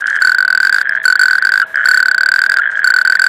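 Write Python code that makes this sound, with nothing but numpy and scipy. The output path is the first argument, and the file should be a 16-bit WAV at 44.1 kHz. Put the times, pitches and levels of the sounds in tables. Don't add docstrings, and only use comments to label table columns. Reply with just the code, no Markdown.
import sys
import numpy as np
from scipy import signal
from scipy.io import wavfile
from scipy.ndimage import uniform_filter1d

SR = 44100
rng = np.random.default_rng(int(sys.argv[2]) if len(sys.argv) > 2 else 0)


def master_out(mix):
    frames = np.transpose(np.atleast_2d(mix))
    ceiling = np.clip(frames, -1, 1)
    pcm = np.round(ceiling * 32767).astype(np.int16)
    wavfile.write(sys.argv[1], SR, pcm)


def how_loud(loudness_db):
    steps = np.asarray(loudness_db, float) / 20
    return 10 ** steps


N = 144648


def rings(start_s, level_db, pitch_hz, attack_s, decay_db_per_s, dip_hz=0., octave_db=-57.0):
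    chirp_hz, chirp_s, dip_s = 520, 0.0006, 0.004

    def column(value):
        return np.broadcast_to(value, np.shape(start_s))[:, None]

    first = (np.asarray(start_s) * SR).astype(int)
    offsets = np.arange(int(.04 * SR))
    since = np.maximum(offsets / SR - (column(start_s) - first[:, None] / SR), 0)
    cycles = column(pitch_hz) * since
    cycles = cycles - column(dip_hz) * dip_s * (1 - np.exp(-since / dip_s))
    cycles = cycles + chirp_hz * chirp_s * (1 - np.exp(-since / chirp_s))
    phase = 2 * np.pi * cycles
    swell = (1 - np.exp(-since / attack_s)) ** 4
    envelope = how_loud(column(level_db) - column(decay_db_per_s) * since) * swell
    pulses = envelope * (np.sin(phase) + how_loud(octave_db) * np.sin(2 * phase + 1))
    out = np.zeros(N + len(offsets) + SR)
    np.add.at(out, first[:, None] + offsets, pulses)
    return out[:N]


def reeds(x):
    t60_s, gap_s = 0.05, 0.002
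    t = np.arange(int(.12 * SR)) / SR
    tail = rng.standard_normal(len(t)) * how_loud(-60 * t / t60_s) * (t > gap_s)
    return signal.fftconvolve(x, tail / np.sqrt(np.sum(tail ** 2)))[:N]


def band(x, lo_hz, hi_hz):
    return signal.sosfilt(signal.butter(2, [lo_hz, hi_hz], "band", fs=SR, output="sos"), x)


def hiss(lo_hz, hi_hz):
    steep = signal.butter(8, [lo_hz, hi_hz], "band", fs=SR, output="sos")
    x = signal.sosfilt(steep, rng.standard_normal(N))
    return x / np.std(x)


def patch(start_s, end_s, level_db):
    t = np.arange(N) / SR
    return how_loud(level_db) * np.clip(np.minimum(t - start_s, end_s - t) / .006, 0, 1)


# [start_s, level_db]
FIRST_TRILL = [(0.22, 14.5), (0.2481, 15), (0.2719, 13.5), (0.2942, 11.5), (0.318, 11), (0.3463, 10),
               (0.3837, 13), (0.4044, 11), (0.4256, 9.5), (0.449, 10), (0.4784, 11.5), (0.5028, 12.5),
               (0.5263, 12), (0.5492, 14), (0.5748, 14.5), (0.6018, 15.5), (0.6298, 14.5), (0.6496, 15.5),
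               (0.67, 16), (0.6947, 15), (0.7257, 18), (0.744, 18), (0.7627, 13), (0.7836, 15),
               (0.8133, 15.5)]
SECOND_TRILL = [(1.054, 18), (1.0793, 15.7), (1.1008, 13.9), (1.1243, 13.8), (1.1544, 11.5), (1.1936, 16),
                (1.2137, 17), (1.2332, 16), (1.256, 14.1), (1.282, 12.6), (1.309, 14.4), (1.3307, 12),
                (1.353, 12), (1.382, 10.2), (1.423, 13), (1.45, 16.5), (1.4698, 13.5), (1.4912, 13.2),
                (1.5195, 15.4), (1.5384, 16.3), (1.5563, 12.5), (1.576, 14.9), (1.5989, 15.3),
                (1.617, 12.5)]
THIRD_TRILL = [(1.856, 13.8), (1.886, 17.7), (1.9125, 16), (1.9437, 15), (1.9732, 16.1), (2.0019, 12.8),
               (2.0272, 12.8), (2.057, 11.4), (2.083, 14), (2.113, 14), (2.1453, 12.5), (2.18, 14.9),
               (2.2078, 14.3), (2.2326, 14), (2.2597, 16.2), (2.2879, 17.1), (2.3172, 17.2), (2.339, 16.2),
               (2.3606, 15.8), (2.3902, 16.8), (2.4171, 18.2), (2.4381, 16.6), (2.4628, 15.6),
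               (2.4968, 18.9), (2.5185, 19), (2.5405, 16.8), (2.5698, 19), (2.5859, 14.3)]
FOURTH_TRILL = [(2.843, 15.2), (2.873, 16), (2.9027, 14), (2.939, 13.2), (2.9632, 13.7), (2.9862, 12),
                (3.0134, 11.3), (3.0501, 11.7), (3.0742, 14.6), (3.0984, 15.2), (3.1222, 13.7),
                (3.1526, 14.1), (3.1948, 16.7), (3.218, 17.8), (3.2405, 17.7), (3.2649, 17.3)]
# [start_s, level_db, pitch_hz, decay_db_per_s]
SAC_GROANS = [
    (1.6216, 5.5, 1475, 3000),
    (1.626, 3, 1465, 1500),
    (1.631, -1.5, 1390, 2200),
    (2.591, 4.5, 1442, 2197),
    (2.5953, 4, 1440, 2501),
    (2.5987, -9, 1604, 1499),
]


def near_toad():
    attack_s, octave_db = 0.00094, -37.5
    out = 0
    for trill in (FIRST_TRILL, SECOND_TRILL, THIRD_TRILL, FOURTH_TRILL):
        start_s, level_db = np.array(trill).T
        start_s = start_s - .0006
        into_s = start_s - start_s[0]
        dip_hz = 111 * np.exp(-1.64 * into_s)
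        pitch_hz = 1528.2 + 47 * into_s + 4 * rng.standard_normal(len(start_s))
        decay_db_per_s = 2489 * (1 + 2.31 * into_s ** 2)
        out = out + rings(start_s, level_db, pitch_hz, attack_s, decay_db_per_s, dip_hz, octave_db)
        after_db = level_db - 17.5 - 22.5 * into_s
        out = out + rings(start_s, after_db, pitch_hz, attack_s, 1497, dip_hz, octave_db)
        out = out + rings(start_s, level_db - 29.5, 3583, 0.00042, 4800)
    start_s, level_db, pitch_hz, decay_db_per_s = np.array(SAC_GROANS).T
    return out + rings(start_s, level_db, pitch_hz, attack_s, decay_db_per_s, octave_db=-28)


# [start_s, peak_db, pitch_hz]
NEIGHBOURS_EARLY = [(0.023, -9.5, 1500), (0.0427, -3, 1600), (0.0595, -5, 1560), (0.0803, -5, 1560),
                    (0.0863, -5, 1630), (0.098, -9.5, 1664), (0.1081, -7.5, 1540), (0.1133, -5.5, 1656),
                    (0.1298, -3.5, 1660), (0.1458, -6, 1640), (0.1528, -5, 1570), (0.158, -13, 1780),
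                    (0.1646, -1, 1620), (0.1742, -6.5, 1545), (0.1894, -4, 1660), (0.214, -5, 1560),
                    (0.2364, -5, 1630), (0.284, -3.5, 1620), (0.6436, -9, 1640), (0.6593, -10, 1560),
                    (0.771, -11, 1520), (0.7887, -9, 1630), (0.8102, -10, 1630), (0.8299, -10, 1660),
                    (0.8566, -6, 1630), (0.864, -8.5, 1636), (0.8729, -6, 1647), (0.8945, -1, 1670),
                    (0.9108, -7, 1600), (0.9233, -2.5, 1646), (0.9334, -4.5, 1606), (0.9518, -6, 1600),
                    (0.9661, -6, 1656), (0.975, -6, 1620), (0.9835, -10, 1690), (1.0014, -13, 1730),
                    (1.018, -11, 1720), (1.0413, -9, 1640), (1.1767, -11, 1650), (1.2285, -4, 1620),
                    (1.3007, -4.5, 1590), (1.398, -11, 1636), (1.4172, -6, 1620), (1.4363, -13, 1610),
                    (1.4408, -9, 1630), (1.4996, -9, 1660), (1.5059, -15, 1610), (1.7448, -4, 1590),
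                    (1.758, -1, 1635), (1.773, -5, 1620), (1.7796, -3, 1536)]
NEIGHBOURS_LATE = [(1.789, -2.5, 1626), (1.7961, -4, 1540), (1.8034, -8, 1525), (1.8093, -4.5, 1624),
                   (1.8145, -5, 1534), (1.8227, -11, 1570), (1.833, -8, 1655), (1.8419, 0, 1580),
                   (1.8514, -7, 1590), (1.874, 0, 1650), (1.908, -7, 1580), (1.9373, -4, 1690),
                   (1.9653, -3, 1680), (1.9944, -8, 1660), (2.054, -12, 1620), (2.1357, -19, 1630),
                   (2.2787, -11, 1540), (2.3853, -6.5, 1640), (2.4035, -12, 1600), (2.4527, -14, 1650),
                   (2.4946, -5, 1630), (2.5122, -14, 1650), (2.5651, -7, 1590), (2.62, -6, 1670),
                   (2.6348, -7, 1550), (2.6403, -5.5, 1675), (2.6478, -10.5, 1570), (2.6572, -4.5, 1570),
                   (2.663, -5, 1670), (2.6755, -6, 1610), (2.691, -10.5, 1640), (2.6972, -9, 1567),
                   (2.7022, -8.5, 1594), (2.7201, -12, 1620), (2.7254, -11.5, 1530), (2.737, -14, 1590),
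                   (2.7495, -11.5, 1600), (2.7554, -8, 1630), (2.7735, -4.5, 1595), (2.7931, -4, 1630),
                   (2.8008, -9.5, 1555), (2.8196, -7, 1630), (2.8324, -4.5, 1610), (2.865, -5, 1580),
                   (2.8888, -5.5, 1617), (2.9225, -3.5, 1600), (2.9786, -10, 1630), (2.9953, -9, 1605),
                   (3.062, -7, 1610), (3.1328, -2, 1620), (3.172, -7, 1740), (3.1925, -7, 1645)]


def neighbours():
    start_s, level_db, pitch_hz = np.array(NEIGHBOURS_EARLY + NEIGHBOURS_LATE).T
    damping_luck, upper_luck = rng.standard_normal((len(start_s), 2)).T
    start_s = np.maximum(start_s - .002, 0)
    level_db = level_db + 13
    decay_db_per_s = 4498 * how_loud(1.37 * damping_luck)
    dry = rings(start_s, level_db, pitch_hz - 20, 0.00088, decay_db_per_s, -21.0, -69.0)
    upper_hz = 3162 * pitch_hz / 1620
    dry = dry + rings(start_s, level_db - 35 + 4 * upper_luck, upper_hz, 0.00062, 2800)
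    return dry + how_loud(-12.5) * reeds(dry)


# [time_s, level_db]
CHORUS_THROB = [(0, -22), (.36, -19), (.42, -30), (.57, -30), (.62, -18), (1.03, -22), (1.07, -30),
                (1.17, -19), (1.6, -20), (1.65, -29), (1.74, -29), (1.9, -19), (2.28, -21), (2.33, -29),
                (2.4, -19), (2.88, -21), (2.93, -28), (3.28, -20)]


def chorus():
    pulses_per_s, centre_hz, spread_hz = 110, 1620, 50
    gap_luck, level_luck, pitch_luck = rng.standard_normal((500, 3)).T
    start_s = np.cumsum(how_loud(1.9 * gap_luck) / pulses_per_s)
    keep = start_s < N / SR
    level_db = np.interp(start_s, *np.array(CHORUS_THROB).T) + 3 * level_luck + 10
    pitch_hz = centre_hz + spread_hz * pitch_luck
    dry = rings(start_s[keep], level_db[keep], pitch_hz[keep], .0012, 2200, octave_db=-30.)
    return dry + how_loud(-6) * reeds(dry)


# [start_s, length_s, level_db]
LOW_HOOTS = [
    (.89, .16, -46),
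    (1.63, .27, -45),
    (1.9, 1.4, -51),
]


def hoots():
    pitch_hz, fade_s = 647, 0.0084
    t = np.arange(N) / SR
    envelope = 0
    for start_s, length_s, level_db in LOW_HOOTS:
        to_edge_s = np.minimum(t - start_s, start_s + length_s - t)
        envelope = envelope + how_loud(level_db) * np.clip(to_edge_s / fade_s, 0, 1)
    return np.sqrt(2) * envelope * np.sin(2 * np.pi * pitch_hz * t)


# [start_s, level_db]
STEM_TICKS = [
    (.009, -24.5),
    (0.07, -14.5),
    (0.1002, -17),
    (.157, -18.5),
    (.957, -29.5),
    (1.044, -22),
    (2.715, -28.5),
    (2.775, -27),
]
# [start_s, end_s, level_db, top_hz]
HISS_PATCHES = [
    (0, 0.02, -44, 12000),
    (0.056, 0.117, -45.5, 11000),
    (0.114, .182, -47, 9000),
    (0.932, 0.982, -56, 6800),
    (1.027, 1.056, -42, 15000),
    (1.662, 1.74, -53, 14000),
    (1.746, 1.839, -53.5, 8800),
    (2.701, 2.746, -51, 9500),
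    (2.752, 2.807, -49.5, 8000),
]


def stems():
    t = np.arange(N) / SR
    envelope = 0
    for start_s, level_db in STEM_TICKS:
        envelope = envelope + how_loud(level_db - 3900 * (t - start_s).clip(0)) * (t >= start_s)
    out = band(band(envelope * rng.standard_normal(N), 1900, 7100), 2000, 10000)
    for start_s, end_s, level_db, top_hz in HISS_PATCHES:
        out = out + patch(start_s, end_s, level_db) * hiss(3200, top_hz)
    return out


# [pitch_hz, level_db per band]
AIR_TONE = [
    (30, -8.5),
    (160, 3.5),
    (300, 1),
    (500, 8),
    (800, 8.5),
    (1300, 8.5),
    (2500, -4.5),
    (4000, -10),
]


def air():
    hz, db = np.array(AIR_TONE).T
    hold = 3000
    out = 0
    for low_hz in 25 * 2 ** np.arange(0, 7.6, .5):
        steps = np.repeat(rng.standard_normal(N // hold + 1), hold)[:N]
        flicker_db = 0.65 * uniform_filter1d(steps, hold)
        level_db = np.interp(np.log(low_hz), np.log(hz), db) + flicker_db
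        out = out + how_loud(level_db) * band(rng.standard_normal(N), low_hz, low_hz * np.sqrt(2))
    out = signal.sosfilt(signal.butter(20, 4200, fs=SR, output="sos"), out)
    return out * how_loud(-41) / np.sqrt(np.mean(out ** 2))


def scene():
    return (near_toad() + neighbours() + chorus() + hoots() + stems() + air())[None]


# [start_s, end_s, level_db]
HASH_STRETCHES = [(0.198, 0.339, -49.5), (0.614, .69, -48.5), (0.728, 0.829, -48), (1.05, 1.138, -51),
                  (1.19, 1.397, -51.5), (1.437, 1.491, -53), (1.518, 1.635, -51), (1.84, 2.011, -47),
                  (2.049, 2.079, -54), (2.338, 2.386, -49), (2.429, 2.475, -51), (2.515, 2.548, -48),
                  (2.845, 2.917, -50), (2.964, 3.035, -52.5), (3.096, 3.177, -53.5), (3.217, 3.3, -50)]
# [low_hz, high_hz, level_db]
HASH_TONE = [
    (2300, 5570, 6),
    (6500, 8400, 2.5),
    (10060, 11400, -1.5),
    (13000, 14300, -4),
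]


def treble_hash():
    gain = sum(patch(*stretch) for stretch in HASH_STRETCHES)
    return gain * sum(how_loud(level_db) * hiss(low_hz, high_hz) for low_hz, high_hz, level_db in HASH_TONE)


def roll_off(x):
    return signal.sosfilt(signal.butter(12, 16960, fs=SR, output="sos"), x)


def record(dry):
    overload, top_hz = 0.71, 15900
    x = np.clip(dry, -overload, overload) + treble_hash()
    x = signal.sosfilt(signal.ellip(8, .1, 60, top_hz, fs=SR, output="sos"), x)
    return roll_off(x)


dry = scene()
out = record(dry)
master_out(out)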